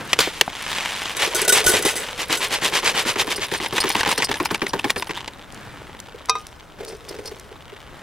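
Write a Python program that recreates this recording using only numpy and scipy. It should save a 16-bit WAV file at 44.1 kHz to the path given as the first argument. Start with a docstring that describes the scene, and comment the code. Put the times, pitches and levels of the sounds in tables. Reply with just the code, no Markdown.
"""Outdoors, close to the microphone: a jerky pouch is set down and dry rice is shaken into a metal kettle.
Streams of tiny impacts make the rice: it drums on the paper packet, rattles on bare metal, then lands on its heap.
Filtered bursts make the jolts and snaps of the emptying packet and the pieces of jerky dropped inside.
Dying sines ring the kettle: its bottom, its rim, its hollow, and the sharp clank when a hand knocks it."""
import sys
import numpy as np
from scipy import signal
from scipy.fft import rfft, irfft
from scipy.io import wavfile
from scipy.ndimage import uniform_filter1d

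SR = 44100
rng = np.random.default_rng(int(sys.argv[2]) if len(sys.argv) > 2 else 0)


def digitize_waveform(pressure):
    """Quantize a signal to 16-bit integers and store it at the path in sys.argv[1].

    Rows of a 2-D input are taken as channels; values are limited to [-1, 1].
    """
    field = np.atleast_2d(pressure).T
    bounded = np.clip(field, -1, 1)
    quanta = np.round(bounded * 32767).astype(np.int16)
    wavfile.write(sys.argv[1], SR, quanta)


N = 353726
TIME = np.arange(N) / SR  # seconds

# Levels are relative: each layer adds its own gain. A t60 is the time to fall by 60 dB.

# Quiet outdoor background. Each row: frequency in Hz, level in dB.
AIR_SPECTRUM = [(12, -41.5), (20, -6.5), (60, -4.5), (91, -8.5), (210, -20.5), (607, -15.5), (759, -18),
                (1220, -20), (1400, -19.5), (1570, -19.5), (1710, -62), (3740, -38.5), (16000, -45.5)]
AIR_DB = -47

# A sleeve brushes past. 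Each row: time in seconds, level in dB.
SLEEVE_LEVEL = [(0, -34.5), (.5, -49), (5.25, -44.5), (5.47, -48), (5.57, -39.5), (5.75, -40.5), (6, -46),
                (6.6, -52), (7.8, -49), (8.02, -42)]
# Cloth, soft flaps of its folds, and air on the microphone. Each row: frequency in Hz, level in dB.
CLOTH_SPECTRUM = [(59, -23.5), (100, 2.5), (244, -2), (358, -2.5), (424, -8.5), (662, -9.5), (1680, -7.5),
                  (5770, -24.5), (9410, -27), (16000, -38.5)]
FLAP_SPECTRUM = [(60, -10), (250, 0), (800, -1), (1500, -7), (4000, -26), (16000, -45)]
PUFF_SPECTRUM = [(15, -8), (35, -4), (70, -8), (140, -19), (600, -55)]
# Air buffets the microphone. Each row: start in seconds, level in dB.
AIR_PUFFS = [(1.655, -14.5)]

# The jerky pouch is slapped down and settles.
# Each row: start in seconds, crack in dB, centre in Hz, decay constant in seconds, thud in dB.
POUCH_SLAPS = [(.008, -27.5, 1520, .004, -22), (.131, -4.5, 2860, 0.004, -52),
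               (.189, -4.5, 3270, 0.0048, -13.5), (.202, -9, 4030, 0.0089, -42),
               (.215, -23, 3350, 0.057, -49), (0.274, -10.5, 1310, 0.00073, -16.5),
               (.411, 1, 2920, 0.0027, -13.5), (.478, -12, 756, 0.0013, -27)]
# The pouch slides over its neighbours. Each row: peak time in seconds, level in dB, half length in seconds.
POUCH_RUSTLES = [(0.119, -33.5, 0.036), (0.364, -36, 0.09)]
# Jerky shifts in the closed hand with dull ticks. Each row: start in seconds, level in dB.
JERKY_SHIFTS = [(5.947, -32.5), (6.084, -36), (6.206, -33), (7.556, -33.5)]
SHIFT_HZ, SHIFT_FADE_S = 1000, 0.0041
# Dull thud of the pouch and of the packet. Each row: frequency in Hz, level in dB.
THUD_SPECTRUM = [(50, -22.5), (150, -12.5), (260, -5.5), (380, -2.5), (560, -12.5), (900, -19.5),
                 (1400, -18), (4000, -41.5)]

# Light touches set the rim ringing. Each row: start in seconds, level in dB, brightness in Hz.
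RIM_TOUCHES = [(3.358, -26, 11250), (3.574, -31, 11900), (3.802, -15, 8500), (3.918, -24.5, 9050),
               (4.09, -22, 12000), (4.176, -19, 11000), (4.224, -24, 11000), (4.242, -19, 9000),
               (4.45, -23, 10000), (4.69, -30, 10000), (4.976, -25, 10200), (6.879, -35, 7000),
               (7.086, -30, 3500), (7.256, -30, 3500), (7.273, -31.5, 3500)]
# The kettle's rim. Each row: frequency in Hz, level in dB, t60 in seconds.
RIM_MODES = [(4400, 9, 0.048), (4640, -21.5, 0.042), (5060, 10.5, 0.048), (5500, -7, .06),
             (5770, 9.5, 0.042), (7600, -14.5, 0.044), (8700, 12, 0.046), (9560, 12, 0.012),
             (10300, -18, 0.066), (10740, 1, 0.083)]
# Stray grains and crumbs tick. Each row: start in seconds, level in dB.
CRUMB_TICKS = [(5.335, -27), (5.523, -22), (5.545, -23.5), (6.001, -13.5), (6.257, -21), (6.468, -17),
               (6.849, -16), (7.397, -19)]
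# A scrape and a crumb on the rim. Each row: frequency in Hz, level in dB.
SCRAPE_SPECTRUM = [(1500, -8), (3700, -9), (4900, 1.5), (6200, -8), (7500, -9), (9500, -8), (16000, -20)]
CRUMB_SPECTRUM = [(300, -13), (2000, 8.5), (5000, 11), (10000, 9.5), (16000, -6)]

# Fingers and jerky rub along the rim. Each row: peak time in seconds, level in dB, half length in seconds.
RUB_STROKES = [(6.386, -43.5, .025), (6.52, -51, .09), (6.9, -42, 0.035), (7.211, -47, .18)]
# Share of the rubbing that is deep inside. Each row: time in seconds, share.
RUB_DEPTH = [(6.7, 0), (6.8, 1), (7.35, 1), (7.6, .5)]
# Rubbed metal and the stirred hollow. Each row: frequency in Hz, level in dB, t60 in seconds.
RUB_MODES = [(2080, -7, .05), (2590, -7, 0.032), (4070, -8, .03), (4500, -4, .03), (5250, -2, .025),
             (6090, -3, .025), (8930, -5, .04)]
RUB_HOLLOW_MODES = [(383, -10, .064), (432, 5, 0.053), (490, -15, 0.026)]
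# Rough scratch. Each row: frequency in Hz, level in dB.
SCRATCH_SPECTRUM = [(150, -4), (400, -7), (700, -3), (1200, -13), (2600, -12), (5000, 0), (9000, -5),
                    (16000, -16)]

# Pieces of jerky land on the heap. Each row: start in seconds, level in dB.
JERKY_PLOPS = [(6.143, -33.5), (6.356, -42), (6.786, -35.5), (6.804, -27.5), (6.829, -31), (6.92, -30.5),
               (7.08, -40), (7.104, -29.5), (7.141, -33), (7.186, -27), (7.247, -34.5), (7.31, -30.5),
               (7.513, -36), (7.723, -35)]
CLUMP_HZ, PIECE_HZ = 370, 405  # pitch of the hollow under rice and under jerky
# Soft impacts heard through the kettle's hollow. Each row: frequency in Hz, level in dB.
HOLLOW_SPECTRUM = [(100, -27), (300, -15), (390, -5.5), (430, 0.5), (490, -1), (650, -14.5), (1200, -23),
                   (2600, -25.5), (6000, -35.5), (15000, -44)]

# The hand knocks the kettle, which rebounds.
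# Each row: start in seconds, ring in dB, crack in dB, brightness in Hz.
HAND_KNOCKS = [(6.287, -28, -37, 2500), (6.295, -15, -10, 9000), (6.353, -22.5, -48, 2450)]
# The kettle's body. Each row: frequency in Hz, level in dB, t60 in seconds.
BODY_MODES = [(450, -10, 0.15), (786, -9.5, 0.11), (1012, 4, 0.061), (1232, 2, 0.16), (1567, -13, 0.099),
              (2060, -0.5, 0.024), (2470, -11, 0.26), (2560, -10, 0.14), (3170, -25, 0.15),
              (3730, -3.5, 0.11), (3960, -10, 0.083), (4630, -13, .08), (5700, -7.5, 0.12), (6150, -9, .04),
              (7900, 0.5, 0.019), (10650, -7, 0.023)]
# Hard contact of the knock. Each row: frequency in Hz, level in dB.
KNOCK_SPECTRUM = [(200, -29), (600, -9.5), (1000, -2), (1600, -31), (3600, 8.5), (6200, 17.0), (7200, -2),
                  (10800, 0), (16000, -44)]

# The wrist jerks the packet, at first about six times a second, later about nine, and stops it after each swing.
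# Each row: start in seconds, jerk in dB, swing in seconds, stop in dB.
WRIST_SHAKES = [(1.179, -43.5, 0.055, -17.5), (1.35, -49, 0.056, -21.5), (1.521, -46, 0.052, -15),
                (1.7, -45, 0.058, -17.5), (1.83, -47.5, 0.051, -20.5), (2.188, -29, 0.026, -24),
                (2.296, -21.5, 0.037, -18), (2.402, -29, 0.037, -20), (2.508, -31, 0.035, -19.5),
                (2.62, -24.5, 0.037, -17.5), (2.722, -25, 0.043, -17.5), (2.83, -21.5, 0.048, -16),
                (2.943, -23, 0.046, -18), (3.051, -22, 0.042, -19), (3.157, -21, 0.049, -17),
                (3.274, -24, 0.045, -19.5), (3.378, -24.5, 0.056, -20), (3.515, -20.5, 0.033, -20.5),
                (3.6, -23.5, 0.046, -21.5), (3.725, -19, 0.045, -20), (3.838, -15.5, 0.04, -22),
                (3.949, -17, .044, -18), (4.06, -16, 0.053, -15), (4.176, -18.5, 0.046, -17.5),
                (4.29, -18.5, 0.051, -20.5), (4.4, -17, 0.056, -19.5), (4.508, -17, 0.037, -19.5),
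                (4.617, -17, .049, -22.5), (4.733, -16, 0.061, -24.5), (4.842, -15.5, 0.061, -14),
                (4.96, -21, .063, -22.5), (5.093, -23.5, 0.082, -36.5)]
JERK_SNAP_DB, JERK_FADE_S, STOP_SNAP_DB, STOP_FADE_S = 1.5, 0.0062, 9.5, 0.0031
JERK_HZ, CREASE_HZ, CREASE_FADE_S = 1730, 2074, 0.0047
# The packet empties. Each row: time in seconds, load of rice in dB, half length of a surge in seconds.
PACKET_LOAD = [(1.6, -0.5, 0.029), (2.3, -0.4, 0.021), (3, -0.04, 0.024), (3.25, 1.5, 0.012),
               (3.55, -5.5, 0.018), (4.1, -6.5, 0.017), (4.35, -14.5, 0.01), (4.9, -17.5, 0.015),
               (5.2, -27, 0.01)]
# Creases flip as fingers squeeze the slack packet. Each row: start in seconds, level in dB.
CREASE_SNAPS = [(3.661, -18), (3.78, -10), (3.901, -10.5), (3.965, -16), (4.007, -10.5), (4.031, -12.5),
                (4.072, -16.5), (4.088, -12.5), (4.124, -14), (4.201, -17), (4.229, -13.5), (4.313, -14),
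                (4.355, -19), (4.554, -17), (4.897, -16), (5.07, -26), (5.107, -20.5), (5.145, -36),
                (5.176, -30), (5.277, -19.5)]
# A snap centred on 2000 Hz. Each row: frequency in Hz, level in dB.
SNAP_SPECTRUM = [(60, -15.5), (250, -8.5), (900, -2), (2100, -2), (3600, -9.5), (6000, -15.5), (10000, -24),
                 (16000, -49)]
SLIP_SPREAD_DB, FACET_DB, EDGE_DB = 5, -14.5, 3  # uneven slips, ringing facet, bright edge of a snap
HARD_SNAP_DB, SNAP_DB_PER_OCTAVE = -11, 11  # stop snaps harder than this grow brighter
# Fine crumpling of the paper, strongest during the swings. Each row: time in seconds, level in dB.
CRUMPLE_LEVEL = [(2.2, -42.5), (3.6, -32.5), (3.8, -27), (4.12, -23.5), (4.3, -35), (5.03, -40),
                 (5.17, -31.5), (5.3, -33), (5.6, -35)]
# Facets of the crumpled paper. Each row: frequency in Hz, level in dB, t60 in seconds.
PAPER_FACETS = [(hz, 0, .005) for hz in (1150, 1700, 2300, 2900, 3700)]
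# The air in the open packet. Each row: frequency in Hz, level in dB.
POCKET_SPECTRUM = [(400, 0), (660, -4.5), (900, 5.5), (1100, 2), (1300, -4.5), (1700, 0), (3000, 1)]

# Rice slides steadily in the tilted packet. Each row: time in seconds, level in dB.
SLIDE_LEVEL = [(.4, -43), (.56, -36.5), (.76, -26.5), (.92, -29.5), (1.1, -30.5), (1.15, -36.5), (1.3, -33),
               (1.9, -36.5), (2.03, -32), (2.26, -42.5), (3.2, -38.5), (3.7, -49.5), (5, -78), (5.18, -49),
               (5.7, -81)]
# Rice on paper, and the brighter sound of faster rice. Each row: frequency in Hz, level in dB.
PAPER_SPECTRUM = [(59, -33), (100, -9.5), (153, -9), (215, -9.5), (452, -8), (558, -6), (1010, -3),
                  (1450, -2), (2080, -1), (3120, -3), (4470, -8.5), (9210, -14.5), (11900, -22.5),
                  (16000, -32)]
SURGE_SPECTRUM = [(59, -40.5), (100, -8.5), (215, -15), (461, -0.5), (662, -3.5), (1010, 0), (1390, -2.5),
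                  (1580, -1), (2000, 1), (3120, 1), (4470, -4.5), (9210, -11), (11900, -16), (16000, -30)]
# Contacts with the paper per second; the first is added to the second at a load of 0 dB.
FULL_GRAINS_PER_S, EMPTY_GRAINS_PER_S, SLIDE_GRAINS_PER_S = 8000, 900, 5000

# Handfuls of grains land on bare metal; their weight sounds the hollow.
# Each row: start in seconds, rattle in dB, decay constant in seconds, hollow in dB.
RICE_SPILLS = [(1.166, -23.5, 0.0069, -45), (1.272, -47, 0.025, -26), (1.346, -20.5, 0.021, -25.5),
               (1.415, -19.5, 0.005, -22.5), (1.448, -17.5, 0.0038, -47), (1.478, -16.5, 0.016, -22),
               (1.492, -11.5, 0.0068, -34), (1.521, -18, 0.03, -18.5), (1.641, -21.5, 0.0095, -36),
               (1.661, -16.5, 0.036, -21.5), (1.69, -20, 0.014, -18), (1.737, -23.5, .01, -15.5),
               (1.786, -32.5, .013, -24), (1.823, -24.5, 0.008, -42), (1.85, -23, 0.035, -14),
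               (1.954, -30, 0.039, -30.5), (2.37, -29, 0.016, -50)]
# The bare kettle bottom rings. Each row: frequency in Hz, level in dB.
BOTTOM_MODES = [(1480, 4), (1986, 0.5), (3090, -4.5), (3800, 0.5), (4990, -0.5), (6185, 1), (6277, 2.5),
                (7817, 1), (8000, 4), (8592, -3), (8753, -4), (9577, -2), (9755, -6), (9935, 2),
                (10050, -1), (11736, -8)]
# The air in the empty kettle. Each row: frequency in Hz, level in dB, t60 in seconds.
CAVITY_MODES = [(330, 6, 0.052), (381, -9.5, 0.089), (429.6, 18, 0.12), (451, -12, 0.042),
                (545, -18.5, .04), (640, 8, 0.038)]
# The last grains drop singly on the metal. Each row: time in seconds, level in dB.
DRIBBLE_LEVEL = [(2.9, -47), (3.25, -36), (3.7, -43.5), (3.85, -31), (4.2, -41.5), (4.7, -44), (5, -40.5),
                 (5.4, -90)]
# A grain on the bottom, and on the wall. Each row: frequency in Hz, level in dB.
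TICK_SPECTRUM = [(200, -27), (450, -12.5), (900, -12.5), (3000, -1.5), (6500, -1), (10000, 3),
                 (12000, -1.5), (16000, -12.5)]
WALL_TICK_SPECTRUM = [(500, -19), (3000, -35), (5500, -14), (7500, -9.5), (9500, 19), (12000, 11), (16000, 1)]

# Phase between the microphone ports. Each row: frequency in Hz, lead of the left in radians.
PHASE_LEAD = [(50, 0), (2000, -.12), (4500, -.5), (7000, -.95), (9500, -1.3), (13000, -1.25), (16000, -2.0)]
# What the ports do not share. Each row: frequency in Hz, level in dB.
UNSHARED_LEVEL = [(30, -5), (120, -8), (300, -14), (1500, -15), (4000, -10), (9000, -8), (15000, -6)]
# Tilt between the ports: added on the left, taken off on the right. Each row: frequency in Hz, level in dB.
PORT_LEAN = [(40, 2), (250, 1), (500, 0), (4000, .4), (8000, 0)]
EDGE_HZ = 15900  # upper band limit


def amp(db):
    """Decibels to gain."""
    return 10 ** (np.asarray(db) / 20)


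def unit(x):
    """Scales to an rms of one."""
    return x / np.sqrt(np.mean(x ** 2) + 1e-20)


def read(points, hz):
    """Reads a spectrum on a log-frequency axis."""
    f, value = np.transpose(points)
    return np.interp(np.log(hz + 1), np.log(f + 1), value)


def curve(points):
    """Reads a control curve at every sample."""
    return np.interp(TIME, *np.transpose(points))


def swell(s, half):
    """A smooth rise and fall around time s."""
    return np.exp(-np.minimum(((TIME - s) / half) ** 2, 60))


def add(mix, s, sound):
    """Mixes a sound in at time s."""
    part = mix[max(round(s * SR), 0):][:len(sound)]
    part += sound[:len(part)]


def colour(x, points, shift=1, size=2048):
    """Causal filter of unit energy with the given spectrum, moved in frequency by a factor."""
    hz = abs(np.fft.fftfreq(size, 1 / SR)) / shift
    log_gain = np.log(amp(read(points, hz)))
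    minimum_phase = np.exp(np.conj(signal.hilbert(log_gain)))
    taps = np.fft.ifft(minimum_phase).real[:size // 2]
    return signal.oaconvolve(x, taps / np.linalg.norm(taps))[:len(x)]


def ringing(modes, size=16384):
    """Dying sines of random phase, one for each mode."""
    t = TIME[:size]
    return sum(amp(db - 60 * t / t60) * np.sin(2 * np.pi * (hz * t + rng.random())) for hz, db, t60 in modes)


def ring(x, modes):
    """Passes x through a set of modes whose combined response has unit energy."""
    taps = ringing(modes)
    return signal.oaconvolve(x, taps / np.linalg.norm(taps))[:len(x)]


def soften(modes, bright_hz, power):
    """Weakens the modes above the brightness, as a softer contact does."""
    return [(hz, db - 10 * np.log10(1 + (hz / bright_hz) ** power), t60) for hz, db, t60 in modes]


def ring_spots(x, modes, vary_db, count=5):
    """Impacts wander between spots, and each spot rings with its own mix of the modes."""
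    spot = np.repeat(rng.integers(0, count, N // 900 + 1), 900)[:N]
    gains = vary_db * rng.standard_normal((count, len(modes)))
    out = np.zeros(N)
    for k in range(count):
        spot_modes = [(hz, db + g, t60) for (hz, db, t60), g in zip(modes, gains[k])]
        out += ring(x * (spot == k), spot_modes)
    return out


def grains(per_s, spread_db):
    """Random impacts of uneven size, with a mean power of one."""
    chance = np.clip(per_s / SR, 1e-5, 1)
    size = unit(amp(spread_db * np.minimum(rng.exponential(1, N), 3.5)))
    return size * rng.choice([-1, 1], N) * (rng.random(N) < chance) / np.sqrt(chance)


def burst(rise, fade, size=12000):
    """Noise that swells quickly and dies away."""
    t = TIME[:size]
    return (1 - np.exp(-t / rise)) * np.exp(-t / fade) * rng.choice([-1, 1], size)


def crackle(rise, fade, size=4000):
    """A burst made of uneven slips, with the energy of a smooth one."""
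    smooth = burst(rise, fade, size)
    slips = smooth * amp(SLIP_SPREAD_DB * np.minimum(rng.standard_normal(size), 2))
    return slips * np.linalg.norm(smooth) / np.linalg.norm(slips)


def snap(db, hz, fade):
    """A crease flips: a short crack, the brief ring of its facet and a bright edge."""
    slips = crackle(rise=min(0.25 * fade, .003), fade=fade)  # longer cracks also build up more slowly
    crack = colour(slips, SNAP_SPECTRUM, hz / 2000)
    facet = [(hz * f, 0, .008) for f in rng.uniform(.4, 1.6, size=3)]
    edge_burst = burst(rise=0.0012, fade=0.17 * fade, size=len(crack))
    edge = colour(edge_burst, SNAP_SPECTRUM, hz / 1000)  # an octave above the crack
    return amp(db + 2.0) * (crack + amp(FACET_DB) * ring(crack, facet)) + amp(db + EDGE_DB) * edge


def air():
    """Quiet outdoor air comes from all sides, so the two ports share only part of it."""
    shared, apart = (colour(rng.standard_normal(N), AIR_SPECTRUM, size=8192) for _ in range(2))
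    left = amp(1) * (shared + .55 * apart)
    right = amp(-1) * (shared - .55 * apart)
    return amp(AIR_DB) * np.array([left, right])


def handling():
    """A sleeve brushes with dense friction and soft flaps of its folds; low puffs strike the microphone."""
    brush = amp(curve(SLEEVE_LEVEL))
    out = colour(brush * grains(8000, spread_db=4.0), CLOTH_SPECTRUM)
    out += amp(-7) * colour(brush * grains(45, spread_db=2), FLAP_SPECTRUM)
    for s, db in AIR_PUFFS:
        add(out, s, amp(db) * colour(burst(rise=.003, fade=.014), PUFF_SPECTRUM, size=8192))
    return out


def pouch():
    """The flat plastic pouch cracks, thuds and rustles as it is set down; later its jerky shifts in the hand."""
    sliding = sum(amp(db) * swell(s, half) for s, db, half in POUCH_RUSTLES)
    out = colour(sliding * grains(9000, spread_db=5.0), SURGE_SPECTRUM)
    for s, db, hz, fade, thud_db in POUCH_SLAPS:
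        thud = colour(burst(rise=0.00082, fade=0.0061), THUD_SPECTRUM, shift=1.16)
        add(out, s, snap(db, hz, fade))
        add(out, s, amp(thud_db) * thud)
    for s, db in JERKY_SHIFTS:
        add(out, s, snap(db, SHIFT_HZ, SHIFT_FADE_S))
    return out


def rim():
    """Each brief scrape finds another spot on the rim, so another mix of its high modes; crumbs tick on it."""
    out, ticks = np.zeros(N), np.zeros(N)
    for s, db, bright_hz in RIM_TOUCHES:
        scrape = amp(db) * burst(rise=0.0015, fade=0.0074)
        spot_db = 3 * rng.standard_normal(len(RIM_MODES))
        modes = [(hz, mode_db + spot, t60) for (hz, mode_db, t60), spot in zip(RIM_MODES, spot_db)]
        add(out, s, amp(1.5) * ring(scrape, soften(modes, bright_hz, power=4)))
        add(out, s, amp(1.5) * colour(scrape, SCRAPE_SPECTRUM))
    for s, db in CRUMB_TICKS:
        add(ticks, s, amp(db) * burst(rise=0.00035, fade=0.0017))
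    return out + amp(-9) * colour(ticks, CRUMB_SPECTRUM)


def rubbing():
    """Skin and dry meat catch on the rim with a rough scratch; deeper inside they crunch and stir the hollow."""
    pressure = np.sqrt(sum(amp(db) ** 2 * swell(s, half) for s, db, half in RUB_STROKES))
    catches = pressure * grains(500, spread_db=4)
    metal = amp(-6) * ring_spots(catches, RUB_MODES, vary_db=6, count=8)
    scratch = amp(-5.5) * colour(catches, SCRATCH_SPECTRUM)
    inside = curve(RUB_DEPTH) * pressure
    hollow = amp(4) * ring(inside * grains(1500, spread_db=-1.5), RUB_HOLLOW_MODES)
    crunch = amp(-4.5) * colour(inside * grains(300, spread_db=4.5), SNAP_SPECTRUM)
    return metal + scratch + hollow + crunch


def landings():
    """Clumps of rice and pieces of jerky drop inside and sound the air in the kettle."""
    out = np.zeros(N)
    clumps = [(s, db, CLUMP_HZ) for s, _, _, db in RICE_SPILLS]
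    pieces = [(s, db, PIECE_HZ) for s, db in JERKY_PLOPS]
    for s, db, hz in clumps + pieces:
        pat = colour(burst(rise=.002, fade=.011), HOLLOW_SPECTRUM, hz / 425)
        add(out, s, amp(db + 26.0) * pat / np.linalg.norm(pat))
    return out


def clank():
    """A hard contact cracks and rings the kettle's body; softer contacts excite mostly the low modes."""
    out = np.zeros(N)
    for s, ring_db, crack_db, bright_hz in HAND_KNOCKS:
        body = ringing(soften(BODY_MODES, bright_hz, power=2))
        onset = 1 - np.exp(-TIME[:len(body)] / .0005)
        add(out, s, amp(ring_db) * body * onset)
        add(out, s, amp(crack_db) * colour(burst(rise=0.0004, fade=0.0051), KNOCK_SPECTRUM))
    return out


def load(s):
    """Load of rice in the packet at time s, as a gain, and the half length of a surge."""
    when, db, half = np.transpose(PACKET_LOAD)
    return amp(np.interp(s, when, db)), np.interp(s, when, half)


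def packet():
    """Each jerk thuds and snaps the wall; each stop snaps it again as less rice cushions it; the pocket colours all."""
    out, swinging = np.zeros(N), np.zeros(N)
    for s, jerk_db, swing, stop_db in WRIST_SHAKES:
        slack = 1 - load(s + swing)[0]
        snap_db = stop_db + STOP_SNAP_DB
        hz = CREASE_HZ * 2 ** (max(snap_db - HARD_SNAP_DB, 0) / SNAP_DB_PER_OCTAVE)
        thud = colour(burst(rise=0.0018, fade=0.02), THUD_SPECTRUM, shift=1.063)
        add(out, s + .002, amp(jerk_db) * thud)
        add(out, s, snap(jerk_db + JERK_SNAP_DB, JERK_HZ, JERK_FADE_S))
        add(out, s + swing, slack * snap(snap_db, hz, STOP_FADE_S))
        swinging += swell(s + 0.82 * swing, half=0.041)
    for s, db in CREASE_SNAPS:
        add(out, s, snap(db, CREASE_HZ, CREASE_FADE_S))
    creasing = (swinging + amp(-15.5)) * amp(curve(CRUMPLE_LEVEL))
    creasing += amp(-2.5) * amp(curve(SLIDE_LEVEL))  # the sliding rice flips creases too
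    flips = creasing * grains(500, spread_db=6.0)
    out += amp(-2.5) * colour(flips, SNAP_SPECTRUM, shift=0.97)
    out += amp(-4.0) * ring_spots(flips, PAPER_FACETS, vary_db=9)
    return colour(out, POCKET_SPECTRUM)


def surges(delay=0.):
    """Each stop throws rice forward, the more the fuller the packet."""
    power = np.zeros(N)
    for s, _, swing, stop_db in WRIST_SHAKES:
        share, half = load(s + swing)
        power += (share * amp(stop_db)) ** 2 * swell(s + swing + delay, half)
    return np.sqrt(power)


def sliding_rice():
    """Thousands of tiny contacts drum on the paper wall; in the surges they thin out as the packet empties."""
    steady = amp(curve(SLIDE_LEVEL)) * grains(SLIDE_GRAINS_PER_S, spread_db=5.0)
    flow = EMPTY_GRAINS_PER_S + FULL_GRAINS_PER_S * load(TIME)[0] ** 2
    thrown = surges() * grains(flow, spread_db=4)
    return colour(steady, PAPER_SPECTRUM) + colour(thrown, SURGE_SPECTRUM)


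def rice_on_bottom():
    """Handfuls of grains strike and ring the bare bottom; their weight pushes the air in the kettle."""
    flow, t = np.zeros(N), TIME[:SR // 2]
    for s, db, fade, _ in RICE_SPILLS:
        handful = amp(db) * (1 - np.exp(-t / 0.0013)) * np.exp(-t / fade)
        add(flow, s, handful ** 2)
    hits = np.sqrt(flow) * grains(1800, spread_db=2.0)
    ticks = amp(4.5) * colour(hits, TICK_SPECTRUM)
    bottom = [(hz, db, .075) for hz, db in BOTTOM_MODES]
    metal = amp(3.5) * ring_spots(hits, bottom, vary_db=4, count=8)
    weight = np.sqrt(abs(uniform_filter1d(flow, size=1800)))  # the mass of many grains
    hollow = amp(-3.5) * ring_spots(weight * grains(300, spread_db=4), CAVITY_MODES, vary_db=13.5)
    return ticks + metal + hollow


def rice_on_wall():
    """A few stray grains reach the kettle's wall and tick on its high modes, damped shorter than the free rim."""
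    strays = amp(-18.5) * surges(delay=0.021) * grains(220, spread_db=-2.0)
    strays += amp(curve(DRIBBLE_LEVEL)) * grains(150, spread_db=6.0)
    damped = [(hz, db, .4 * t60) for hz, db, t60 in RIM_MODES[2:]]
    wall = amp(-9) * ring_spots(strays, damped, vary_db=5)
    return wall + amp(-5) * colour(strays, WALL_TICK_SPECTRUM)


def rice_on_heap():
    """Thrown rice lands softly on the heap, and a thin stream trickles on beneath the shakes."""
    heap = amp(-20.0) * colour(surges(delay=0.045) * grains(3000, spread_db=10.0), HOLLOW_SPECTRUM)
    started = TIME > RICE_SPILLS[0][0]
    trickle = started * amp(curve(SLIDE_LEVEL)) * grains(900, spread_db=1)
    return heap + amp(-6.5) * colour(trickle, HOLLOW_SPECTRUM, shift=1.11)


def ports(x):
    """Two microphone ports: the left hears a little later, by an amount that varies from impact to impact."""
    hz = np.fft.rfftfreq(N, 1 / SR)
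    lowpass = signal.butter(2, 90, fs=SR, output="sos")
    place = unit(signal.sosfilt(lowpass, rng.standard_normal(N)))
    direct = rfft(x)
    scattered = 1j * rfft(x * place) * amp(read(UNSHARED_LEVEL, hz))
    turn = np.exp(.5j * read(PHASE_LEAD, hz))
    lean = amp(read(PORT_LEAN, hz))
    left = (direct + scattered) * turn * lean
    right = (direct - scattered) / turn / lean
    return irfft(np.array([left, right]), N)


def scene():
    """Everything happens close to the microphone, with no room around it."""
    hands = handling() + pouch() + rim() + rubbing() + landings() + clank()
    rice = packet() + sliding_rice() + rice_on_bottom() + rice_on_wall() + rice_on_heap()
    return air() + ports(hands + rice)


def record(dry):
    """Peaks beyond full scale clip; then the band limit."""
    clipped = np.clip(dry, -1, 1)
    lowpass = signal.firwin(255, EDGE_HZ, window=("kaiser", 8), fs=SR)
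    return signal.oaconvolve(clipped, lowpass[None], "same")


dry = scene()
out = record(dry)
digitize_waveform(out)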